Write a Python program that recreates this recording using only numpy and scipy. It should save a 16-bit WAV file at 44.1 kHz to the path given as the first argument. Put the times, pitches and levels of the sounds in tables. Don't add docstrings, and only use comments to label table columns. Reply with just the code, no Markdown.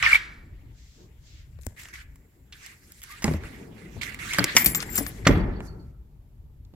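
import sys
import numpy as np
from scipy import signal
from scipy.fft import rfft, irfft, next_fast_len
from scipy.io import wavfile

SR = 44100
rng = np.random.default_rng(int(sys.argv[2]) if len(sys.argv) > 2 else 0)


def to_wav(s):
    ch = np.atleast_2d(s).T
    pcm = np.round(np.clip(ch, -1, 1) * 32767)
    wavfile.write(sys.argv[1], SR, pcm.astype(np.int16))


def elevation(decibels):
    levels = np.asarray(decibels, float)
    return 10 ** (levels / 20)


N = 297660
TIME_S = np.arange(N) / SR
STROKE_TIME_S = np.arange(0, N / SR, .001)

# t/s, level/dB
SHAKE = [(0, -38), (.25, -52.5), (.6, -43), (.92, -52.5), (1.6, -42.5), (1.9, -55), (2.05, -42.5),
         (2.2, -55), (3.1, -55.5), (3.4, -37.5), (3.65, -53), (3.8, -49), (4.7, -46), (5.2, -40.5),
         (5.36, -28), (6.0, -46.5), (6.75, -45.5)]
# f/Hz, density/dB
SHAKE_SPECTRUM = [(12, -38), (20, -3), (38, -4), (54, 1), (111, -7.5), (140, -11.5), (180, -44.5),
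                  (310, -120)]
# t/s, level/dB
LOAD = [(0, -54), (.4, -56), (.6, -59.5), (.92, -69), (1.02, -51), (1.15, -65), (3.16, -62.5), (3.3, -44),
        (4.55, -47.5), (4.7, -35.5), (4.9, -41), (5.24, -45), (5.36, -23.5), (5.7, -42.5), (6.0, -61),
        (6.7, -63.5), (6.75, -62)]
# f/Hz, density/dB
LOAD_SPECTRUM = [(59, -30.5), (100, -4), (151, -0.5), (404, -8.5), (490, -18.5), (1000, -19.5), (1300, -48),
                 (2200, -120)]
# f/Hz, density/dB
AIR_SPECTRUM = [(380, -34.5), (650, -13), (714, -8), (974, -7), (3690, -13.5), (7600, -19.5),
                (12100, -18.5), (16200, -8.)]
# f/Hz, likeness/1
LIKENESS = [(40, 1), (300, .9), (700, 0.088), (1500, 0), (5000, 0.19), (15000, 0)]
# t/s, level/dB
FAN = [(0, -86), (.5, -80), (1.7, -78), (2.3, -75.5), (4.0, -75), (5.5, -83.5), (6.1, -93), (6.75, -92.5)]
# f/Hz, width/Hz, level/dB
FAN_BANDS = [(7350, 1200, 1.5), (12000, 1600, -3.5), (14800, 3500, -1.5)]
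# start/s, end/s, level/dB, centre at start f/Hz, centre at end f/Hz
SLEEVE = [
    (0.784, 1.033, -62, 4830, 4810),
    (1.27, 1.415, -58, 4420, 2700),
]
# t/s, peak level/dB
TWANGS = [
    (5.557, -46),
    (5.673, -39.5),
    (5.79, -53),
]
# f/Hz, level/dB, t60/s
SPRING_MODES = [(4470, -11, 0.12), (4630, -17, 0.14), (4400, -17, .17), (4310, -21, 0.19)]
RING_HZ = [7420, 8200, 10525, 11956, 12592, 13780, 14086]
# t60/s, left minus right level/dB
RING_MODES = [(.3, 8), (.3, 4), (.4, 2.5), (.5, 6), (.15, 7.5), (.25, 6.5), (.5, 4.5)]
# t/s, peak level/dB, struck mode f/Hz, duration/s
JINGLE = [(4.567, -26, 12592, 0.035), (4.567, -37.5, 8200, 0.015), (4.572, -31.5, 14086, 0.062),
          (4.578, -33, 11956, 0.06), (4.575, -43, 7420, 0.06), (4.585, -38.5, 10525, 0.055),
          (4.606, -25, 13780, 0.018), (4.616, -35, 12592, 0.026), (4.64, -42.5, 7420, 0.015),
          (4.645, -27, 12592, 0.014), (4.645, -26.5, 13780, 0.012), (4.66, -18.5, 13780, 0.012),
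          (4.66, -27, 10525, 0.008), (4.664, -31.5, 7420, 0.012), (4.672, -36.5, 8200, 0.03),
          (4.68, -30.5, 13780, 0.03), (4.69, -34.5, 10525, 0.05), (4.692, -39.5, 11956, 0.018),
          (4.712, -43, 13780, 0.02), (4.715, -43, 7420, 0.014), (4.747, -36.5, 7420, 0.019),
          (4.747, -28, 13780, 0.008), (4.747, -43, 10525, 0.012), (4.756, -25.5, 13780, 0.014),
          (4.756, -44, 11956, 0.02), (4.772, -33, 13780, 0.008), (4.772, -40, 7420, 0.01),
          (4.862, -53, 7420, 0.023), (4.897, -48, 7420, 0.02), (4.897, -41, 13780, 0.01),
          (4.911, -39, 13780, 0.008), (4.922, -44.5, 7420, 0.02), (4.922, -39, 13780, 0.022),
          (4.925, -52, 11956, 0.02), (4.945, -37, 7420, 0.008), (4.955, -28, 13780, 0.01),
          (4.955, -39, 8200, 0.045), (4.962, -34, 10525, 0.07), (4.963, -33.5, 7420, 0.008),
          (4.975, -26.5, 13780, 0.022), (4.976, -43, 7420, 0.024), (5.002, -49, 11956, 0.062),
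          (5.005, -44.5, 13780, 0.025), (5.02, -46.5, 7420, 0.012), (5.0, -49, 8200, 0.08),
          (5.066, -44, 13780, 0.028), (5.066, -45, 10525, 0.028), (5.066, -49, 11956, 0.023),
          (5.105, -64, 10525, 0.025)]
# middle t/s, peak level/dB, f/Hz, half length/s
SQUEAKS = [(0.046, -20, 2388, 0.006), (0.064, -7.5, 2190, 0.0022), (0.074, -13.5, 1816, .008),
           (0.116, -20.5, 2374, 0.0038), (0.133, -3.5, 2280, .0035), (0.148, -10, 2194, 0.0024),
           (0.156, -7, 2267, 0.0022), (0.159, -15, 2283, 0.0053), (3.106, -44, 1135, 0.0066),
           (3.136, -45.5, 1216, 0.0177), (4.0145, -26, 2290, .0012), (4.018, -26, 2300, 0.0011),
           (4.033, -25.5, 2070, 0.0017), (4.068, -31, 2180, 0.0012), (4.146, -27.5, 2160, 0.00081),
           (4.218, -35.5, 2200, 0.0023), (4.311, -25.5, 2170, .003), (4.318, -24.5, 2200, 0.0018),
           (4.347, -21.5, 2050, .0015), (4.394, -8.5, 4600, 0.00092)]
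# t/s, left minus right level/dB
BEARING = [(0, -2), (1.58, 7.5), (1.7, 16.5), (1.78, -1), (3.3, -2.5), (4.02, -8.5), (4.38, -2.5),
           (4.66, 5.5), (5.07, 6.5), (5.25, 1), (5.3, -6), (5.7, -4)]
# t/s, swell/s, fade/s, peak level/dB, sheen against rub level/dB
STROKES = [(.026, .004, 0.089, -15.5, -34), (0, 0.1589, .015, -20, -17.5), (0.17, .001, 0.088, -44, -9.5),
           (.3, .001, 4.8, -70, -7.5), (1.6, 0.03, 0.19, -74, 8.), (1.765, .03, 0.12, -46.5, -4),
           (1.929, .01, 0.086, -42, -9), (2.524, .135, 0.086, -47.5, -3), (2.698, .31, 0.0069, -62, 6),
           (3.022, .01, 0.041, -48.5, -2), (3.06, 0.0551, 0.1, -42.5, -7.5), (3.236, .015, .12, -39.5, -6),
           (3.3, .71, 0.19, -57.5, -7), (3.38, 0.08, 0.2, -49, -11.5), (4.013, .004, 0.086, -34.5, -6),
           (4.19, 0.15, 0.26, -30, -10), (4.11, .01, 0.13, -49.5, -7.5), (4.55, 0.028, 0.07, -32, -0.5),
           (4.659, .004, .04, -33, -3), (4.745, .085, .014, -36, -6.5), (4.85, 0.13, 0.0542, -42.5, -3.5),
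           (5.0, 0.00084, 0.38, -49, -2.5), (5.251, .003, .014, -26, -25), (5.258, 0.01, .1, -36.5, -24.5),
           (5.38, 0.0091, 0.22, -51.5, -24), (5.599, .001, 0.31, -67, -4.5), (5.618, .045, .025, -67, 8.5)]
# f/Hz, density/dB
RUB_SPECTRUM = [(450, -44.5), (600, -25), (850, -23), (1400, -6.5), (2100, -3), (2450, -7.5), (4000, -15.5),
                (6000, -28.5)]
# f/Hz, density/dB
SHEEN_SPECTRUM = [(2650, -33), (4500, -8.5), (6520, -4.5), (7260, -6), (8170, -7), (14100, -16),
                  (17300, -22.5)]
# t/s, peak level/dB, f/Hz, t60/s,
# sharpness Q/1
SNAPS = [(.1575, -17, 2284, 0.018, 13), (.17, -44, 2260, 0.54, 14.), (.17, -37.5, 3303, 0.55, 0.9),
         (1.6195, -41, 8000, .008, 1.8), (1.625, -46, 9000, .008, 1.4), (1.65, -45, 9000, 0.0081, 1.5),
         (1.657, -45, 12470, .008, 2.5), (1.663, -45, 9000, .008, 1.5), (1.667, -36.5, 850, 0.013, 0.75),
         (1.667, -36.5, 5980, 0.01, 8.), (1.776, -44, 2000, 0.015, 1.7), (1.956, -41.5, 2190, 0.019, 3.5),
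         (2.015, -42, 2070, 0.017, 2.5), (3.032, -30.5, 10990, 0.012, 2.5), (3.125, -36, 4500, .01, 1.5),
         (3.243, -25, 830, 0.24, 0.89), (3.242, -21, 2500, 0.016, 2.8), (3.29, -36.5, 2030, 0.07, 2.1),
         (4.194, -33.5, 2220, .05, 8.4), (4.225, -41.5, 1369, .15, 20.), (4.327, -25, 2110, .03, 6.),
         (4.405, -21, 1300, .015, 1.2), (4.5595, -20.5, 8500, 0.017, 1.7), (4.57, -20, 2096, 0.09, 3.),
         (4.6455, -8.5, 12530, .035, 2.5), (4.66, -4.5, 11510, .025, 2.), (4.666, -15.5, 10500, 0.074, 1.5),
         (4.679, -20, 13020, 0.055, 2.5), (4.774, -26, 13510, .06, 3.5), (4.826, -25, 5190, .015, 3.1),
         (4.89, -33.5, 1895, 0.033, 4.), (4.945, -29, 10400, 0.023, 5.5), (4.955, -19.5, 13090, .03, 3.5),
         (5.068, -33, 13000, 0.14, 3.5), (5.271, -17, 10500, 0.022, 1.5), (5.272, -12, 4400, 0.023, 3.8),
         (5.295, -39.5, 12000, .03, 1.5),
         (5.558, -55, 4480, 0.11, 16), (5.672, -50.5, 4500, 0.17, 16), (5.795, -61, 4420, 0.22, 12.),
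            (5.62, -53, 1340, 1, 7.), (4.662, -19, 9500, 0.2, 1.8), (5.275, -35.5, 12000, .3, 1.5),
            (5.378, -48.5, 7500, .03, 2.5), (5.1, -41.5, 1800, .03, 3.5), (6.65, -52, 4000, .02, 1.2),
            (6.738, -54.5, 3000, .05, 1.1), (4.572, -24, 11000, .3, 1.6), (4.69, -30, 12000, .3, 1.6),
            (4.752, -28, 10000, .15, 1.6), (5.406, -49, 4600, .04, 30.), (5.605, -31, 670, .02, 1.1),
            (0.22, -45, 1830, .8, 12.), (1.589, -47, 450, 0.0093, 1.), (5.35, -34.5, 1640, 0.93, 2.3),
            (4.86, -42, 9500, .9, 1.3)]
# t/s, peak level/dB, share above 5 kHz level/dB, main ring f/Hz
TICKS = [(0.0264, -8, -26.5, 2350), (.123, -18.5, -22, 1430), (0.15, -18, -16, 1210),
         (1.589, -50, -13.5, 1062), (1.613, -46, 0.5, 7400), (1.634, -42.5, -1, 7400),
         (1.802, -37, -13.5, 1843), (1.819, -37, -9.5, 1820), (1.834, -33, -5.5, 1800),
         (1.855, -32, -19.5, 1860), (1.886, -38.5, -6.5, 2500), (2.158, -36, 3, 2150),
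         (2.663, -27.5, -1.5, 2080), (2.92, -31, -1, 2290), (3.018, -31, -1, 2980),
         (3.037, -28.5, -3, 2224), (3.280, -21, -39, 2000), (3.337, -28.5, -6.5, 1700),
         (4.033, -26.5, -13, 2292), (4.095, -34, 0, 2198), (4.145, -26.5, -5, 2140),
         (4.346, -18.5, -5, 2000), (4.552, -26, -8.5, 2150), (4.647, -20.5, -12, 2040),
         (4.677, -26, -4.5, 5328), (4.827, -23, -25.5, 2000), (5.294, -25, -40.5, 2063),
         (5.31, -27, -43, 2000), (5.324, -28.5, -42.5, 1860), (5.605, -33.5, -37, 940)]
# t/s, peak level/dB, share above 5 kHz level/dB, main ring f/Hz, t60/s
CLACKS = [(1.6668, -20.5, 19.5, 1510, 0.0058), (1.937, -48, -9.5, 1755, 0.032),
          (2.525, -35, -36, 3680, 0.063), (3.222, -24.5, -7.5, 1880, 0.12), (3.243, -10, -11, 1850, 0.011),
          (3.436, -34, -27, 1490, 0.089), (4.013, -32.5, -18.5, 2440, 0.019),
          (4.335, -15.5, -8, 3132, 0.03), (4.385, -7, -11.5, 1500, 0.039), (4.442, -2.5, -3.5, 1870, .015),
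          (4.566, 7, -11.5, 2094, 0.033), (4.66, -11.5, -7.5, 4860, 0.044),
          (4.748, -14, -13.5, 2150, 0.053), (4.804, -18, -13, 4800, 0.028), (4.955, -19.5, 12, 1392, 0.029),
          (4.963, -22, -5.5, 3950, 0.032), (4.979, -12, -4.5, 1792, 0.055), (5.065, -22, -7.5, 1735, 0.023),
          (5.267, -14, -31, 1260, 0.03), (5.2705, -3, -22, 1880, 0.041)]
# f/Hz, width/Hz, level/dB
LATCH_MODES = [(1230, 630, -5), (2000, 1100, -1), (2700, 350, -8.5), (3740, 620, -12.5), (5040, 1100, -8.5),
               (7415, 1300, -7)]
# t/s, knock peak level/dB, knock f/Hz, boom level/dB, boom f/Hz
KNOCKS = [
    (1.667, -22.5, 233, -17.5, 83.6),
    (4.442, -15, 337.7, -38.5, 109.7),
]
# t/s, knock peak level/dB, knock f/Hz, boom level/dB, boom f/Hz
THUDS = [(3.243, -13.5, 217, -28, 82.3), (3.279, -11.5, 158, -25.5, 76.5), (3.311, -16.5, 153, -40.5, 120),
         (3.338, -18.5, 200, -20, 80.7), (3.432, -37, 158, -42, 85.2), (3.965, -32, 145, -34.5, 91),
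         (4.387, -12, 185, -33.5, 113), (4.404, -23, 282.5, -30, 118), (4.552, -23, 241, -39, 111),
         (4.663, -19.5, 187, -24.5, 56.4), (4.984, -21.5, 218, -38, 120), (5.005, -21, 283.3, -37.5, 118),
         (5.267, -6.5, 167, -19, 122.1), (5.289, -6.5, 268, -13, 53), (5.304, -7.5, 121, -35, 46.1),
         (5.329, -18.5, 306, -22, 38.2), (5.354, -16.5, 184, -17.5, 83.5), (5.4, -17.5, 125.9, -19, 37.7),
         (5.479, -30.5, 137, -23, 45), (6.737, -41.5, 174, -47.5, 42.4)]
# f/Hz, width/Hz, level/dB
PORTS = [(2150, 340, -18), (7400, 450, -7.5), (12000, 1723, -2.5)]

AIR_DB, HUM_HZ, HUM_DB = -75.5, 596, -82.5
CABIN_T60_S, CABIN_DB, SEAT_CUT_HZ = 0.94, -21, 2720
PANEL_HZ, PANEL_WIDTH_HZ, PANEL_DB, PANEL_CUT_HZ = 1850, 900, -7.5, 4800
BRUSH_EDGE_DB_PER_S = 240.5
THROB_HZ, THROB_DEPTH = 45, .6
SWELL_DB, FADE_DB, CATCH_S, LET_GO_S = 11, 10, 0.0044, 0.042
TICK_T60_S, KNOCK_T60_S, THUD_T60_S = 0.019, 0.036, 0.13


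def rms_one(x):
    return x / np.sqrt(np.mean(x ** 2) + 1e-20)


def white():
    return rng.standard_normal((2, 2, N))


def at_s(rows, s=TIME_S):
    return np.interp(s, *np.transpose(rows))


def at_hz(points, hz):
    point_hz, value = np.transpose(points)
    return np.interp(np.log(hz), np.log(point_hz), value)


def drift(rate_hz):
    r = np.exp(-80 * np.pi * rate_hz / SR)
    slow = signal.lfilter([1], [1, -2 * r, r * r], rng.standard_normal(N // 40 + 2002))[2000:]
    return np.interp(np.arange(N) / 40, np.arange(len(slow)), rms_one(slow))


def band(x, low_hz, high_hz):
    return signal.sosfilt(signal.butter(2, [low_hz, high_hz], "band", fs=SR, output="sos"), x)


def resonate(x, hz, width_hz):
    r = np.exp(-np.pi * width_hz / SR)
    top = np.array([1, 0, -1]) * (1 - r * r) / 2
    return signal.lfilter(top, [1, -2 * r * np.cos(2 * np.pi * hz / SR), r * r], x)


def decay(t, t60_s):
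    return elevation(-60 * t / t60_s)


def dying(t, hz, t60_s):
    return np.sin(2 * np.pi * hz * t) * decay(t, t60_s)


def seconds(length_s):
    return np.arange(round(length_s * SR)) / SR


def add(out, s, piece, pan_db, lag=0):
    for channel, side in enumerate((1, -1)):
        i = max(round(s * SR) + (lag if side > 0 else 0), 0)
        out[channel, i:i + len(piece)] += elevation(side * pan_db / 2) * piece[:max(N - i, 0)]


def coloured(source, spectrum, patchy_db, apart=1.):
    low_hz, high_hz = spectrum[0][0], spectrum[-1][0]
    edges = low_hz * 2 ** np.arange(0, np.log2(high_hz / low_hz) + .01, 1 / 3)
    out, together = 0, drift(5)
    for k, (low, high) in enumerate(zip(edges, edges[1:])):
        mid, side = band(source[k % 2], low, high)
        hz = np.sqrt(low * high)
        alike = np.clip(1 - apart * (1 - at_hz(LIKENESS, hz)), 0, 1)
        gain = elevation(at_hz(spectrum, hz) + patchy_db * (.6 * together + drift(14)))
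        out = out + gain * (np.sqrt(1 + alike) * mid + np.sqrt(1 - alike) * side * [[1], [-1]])
    return rms_one(out)


def air():
    return elevation(AIR_DB) * coloured(white(), AIR_SPECTRUM, patchy_db=.5, apart=2.5)


def hum():
    return elevation(HUM_DB) * np.sin(2 * np.pi * HUM_HZ * TIME_S)


def hand():
    shake = elevation(at_s(SHAKE)) * coloured(white(), SHAKE_SPECTRUM, patchy_db=3, apart=1.5)
    load = elevation(at_s(LOAD)) * coloured(white(), LOAD_SPECTRUM, patchy_db=2.5)
    return (shake + load) * elevation([[.8], [-.8]])


def fan():
    noise, hiss = rng.standard_normal((2, N)), 0
    for hz, width_hz, band_db in FAN_BANDS:
        hiss = hiss + elevation(band_db) * resonate(resonate(noise, hz, width_hz), hz, width_hz)
    return elevation(at_s(FAN)) * rms_one(hiss)


def sleeve():
    levels_db, centres = [], []
    for start, end, level_db, start_hz, end_hz in SLEEVE:
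        outside_s = np.maximum(np.maximum(start - TIME_S, TIME_S - end), 0)
        levels_db.append(level_db - BRUSH_EDGE_DB_PER_S * outside_s)
        centres += [(start, start_hz), (end, end_hz)]
    centre_hz = at_s(centres)
    noise, hiss = white(), 0
    for k, hz in enumerate(1200 * 2 ** np.arange(0, 2.7, 1 / 3)):
        hiss = hiss + band(noise[k % 2], hz / 1.14, hz * 1.14) * elevation(-5 * np.log2(hz / centre_hz) ** 2)
    hiss = signal.sosfilt(signal.butter(10, 7700, fs=SR, output="sos"), hiss)
    return elevation(np.max(levels_db, axis=0) + 6.5) * hiss


def cabin(x):
    size = next_fast_len(N + SR)
    hz = np.arange(size // 2 + 1) * SR / size
    t60_s = CABIN_T60_S / (1 + (hz / SEAT_CUT_HZ) ** 1.2)
    halves = []
    for lags_s in rng.uniform(.017, .061, (2, 11)):
        half = 0
        for k, lag_s in enumerate(lags_s):
            loop = decay(lag_s, t60_s) * np.exp(-2j * np.pi * hz * lag_s)
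            half = half + (-1) ** k * loop / (1 - loop)
        halves.append(half)
    mid, side = halves
    echo = mid + side * (hz + 176.2) / (hz + 550) * [[1], [-1]]
    echo = echo * hz / (hz + 590)
    echo = echo * (1 + elevation(PANEL_DB) / (1 + (2 * (hz - PANEL_HZ) / PANEL_WIDTH_HZ) ** 2))
    echo = echo / np.sqrt(1 + (hz / PANEL_CUT_HZ) ** 4)
    return irfft(echo * rfft(x.mean(axis=0), size), size)[:, :N]


def spring():
    out, t = np.zeros((2, N)), seconds(.25)
    twang = sum(elevation(mode_db) * dying(t, hz, t60_s) for hz, mode_db, t60_s in SPRING_MODES)
    twang = twang * (1 - np.exp(-t / 0.0032))
    twang = twang * (1 - THROB_DEPTH * np.cos(2 * np.pi * THROB_HZ * t))
    for s, peak_db in TWANGS:
        add(out, s, elevation(peak_db) * twang, .6)
    return out * elevation(1.5 * drift(83))


def jingle():
    out = np.zeros((2, N))
    for s, peak_db, near_hz, length_s in JINGLE:
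        detune, lean = rng.standard_normal(2)
        mode = np.argmin(np.abs(np.array(RING_HZ) - near_hz))
        t60_s, pan_db = RING_MODES[mode]
        t = seconds(length_s + .03)
        tone = dying(t, RING_HZ[mode] + 10 * detune, t60_s) * (1 - np.exp(-t / 0.0011))
        tone = tone * elevation(-1800 * np.maximum(t - length_s, 0))
        add(out, s, elevation(peak_db + 2) * tone, pan_db + 1.1 * lean, lag=-12)
    return out * elevation(4 * drift(220))


def squeaks():
    out = np.zeros((2, N))
    for s, peak_db, hz, half_s in SQUEAKS:
        t = np.arange(-3 * half_s, 3 * half_s, 1 / SR)
        tone = np.exp(-(t / half_s) ** 2) * np.sin(2 * np.pi * hz * t)
        add(out, s + t[0], elevation(peak_db) * tone, at_s(BEARING, s), lag=4)
    return out


def stroke_power(s, swell_s, fade_s, peak_db):
    times = np.cumsum([s - CATCH_S, CATCH_S, swell_s, fade_s, LET_GO_S])
    levels_db = peak_db - np.array([SWELL_DB + 30, SWELL_DB, 0, FADE_DB, FADE_DB + 30])
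    return elevation(2 * np.interp(STROKE_TIME_S, times, levels_db, left=-200, right=-200))


def rubbing():
    powers = np.array([stroke_power(*row[:4]) for row in STROKES])
    sheen_share = elevation(2 * np.array(STROKES)[:, 4])
    rub_gain = np.sqrt(np.interp(TIME_S, STROKE_TIME_S, powers.sum(axis=0)))
    sheen_gain = np.sqrt(np.interp(TIME_S, STROKE_TIME_S, sheen_share @ powers))
    born = rng.random(N) < 900 * elevation(5 * drift(25)) / SR
    slips = 1 + 1.4 * born * elevation(4.6 * np.minimum(rng.exponential(1, N), 5))
    grain = white() * signal.lfilter([1], [1, -.9], slips)
    rub = rub_gain * coloured(grain, RUB_SPECTRUM, patchy_db=3.5)
    sheen = sheen_gain * coloured(grain, SHEEN_SPECTRUM, patchy_db=2.5)
    return (rub + sheen) * elevation(at_s(BEARING) / 2 * [[1], [-1]])


def snaps():
    out, t = np.zeros((2, N)), seconds(.4)
    for s, peak_db, hz, t60_s, sharpness in SNAPS:
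        width_hz = hz / max(sharpness, 1)
        burst = (rng.standard_normal(len(t)) + 6 * (t == 0)) * decay(t, t60_s)
        burst = resonate(resonate(burst, hz, width_hz), hz, width_hz)
        pan_db = at_s(BEARING, s)
        add(out, s, elevation(peak_db) * burst / np.abs(burst).max(), pan_db, lag=round(-1.2 * pan_db))
    return out


def clicks():
    out, t = np.zeros((2, N)), seconds(.15)
    hits = sorted(CLACKS + [(*tick, TICK_T60_S) for tick in TICKS])
    noises = rng.standard_normal((len(hits), len(t)))
    colours_db = 3 * rng.standard_normal((len(hits), len(LATCH_MODES)))
    treble = signal.butter(2, 5000, "high", fs=SR, output="sos")
    for (s, peak_db, bright_db, hz, t60_s), noise, colour_db in zip(hits, noises, colours_db):
        pan_db = at_s(BEARING, s)
        fade = decay(t, t60_s)
        noise = noise + 5 * np.sign(noise[0]) * (t == 0)
        crack = noise * (fade + .07 * fade ** .25)
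        body = 1.64 * resonate(crack, hz, hz / 4.2)
        for k, (mode_hz, width_hz, mode_db) in enumerate(LATCH_MODES):
            tilt_db = 0.36 * (bright_db + 11) * max(np.log2(mode_hz / 2000), 0)
            gain = elevation(mode_db + colour_db[k] + tilt_db)
            body = body + (-1) ** k * gain * resonate(crack, mode_hz, width_hz)
        edge = signal.sosfilt(treble, noise * (fade + .08 * fade ** .4))
        share = min(elevation(bright_db), 1)
        piece = np.sqrt(1.25 - share ** 2) * body / np.abs(body).max()
        piece = piece + share * edge / np.abs(edge).max()
        add(out, s, elevation(peak_db) * piece, pan_db, lag=round(-1.2 * pan_db))
    return out


def thuds():
    out, t = np.zeros((2, N)), seconds(.6)
    blows = [(*knock, KNOCK_T60_S) for knock in KNOCKS] + [(*thud, THUD_T60_S) for thud in THUDS]
    for s, knock_db, knock_hz, boom_db, boom_hz, t60_s in sorted(blows):
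        noise = rng.standard_normal(len(t))
        puff = band(noise, 190, 560) * elevation(-130 * t / t60_s)
        knock = dying(t, knock_hz, t60_s) + .5 * dying(t, 1.55 * knock_hz, t60_s) + 5.4 * puff
        knock = knock * (1 - np.exp(-t / 0.00031))
        boom = dying(t, boom_hz, 1.4 * t60_s) * (1 - np.exp(-t / 0.0073))
        piece = elevation(knock_db - 5) * knock + elevation(boom_db + 4.5) * boom
        add(out, s, piece, 1.2 + 4.6 * noise[1], lag=round(7 * noise[0]))
    return out


def scene():
    seat = clicks() + thuds() + spring() + rubbing()
    close = squeaks() + jingle()
    background = hand() + air() + hum() + sleeve()
    seat = seat + snaps()
    background = background + fan()
    return background + close + seat + elevation(CABIN_DB) * cabin(seat + 0.19 * close)


def low_pass(x):
    return signal.sosfilt(signal.butter(12, 15950, fs=SR, output="sos"), x)


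def record(dry):
    heard = dry + sum(elevation(peak_db) * resonate(dry, hz, width_hz) for hz, width_hz, peak_db in PORTS)
    heard = signal.sosfilt(signal.butter(2, 30, "high", fs=SR, output="sos"), heard)
    heard = signal.sosfilt(signal.cheby2(16, 60, 16800, fs=SR, output="sos"), heard)
    return low_pass(np.clip(heard, -1, 1))


dry = scene()
out = record(dry)
to_wav(out)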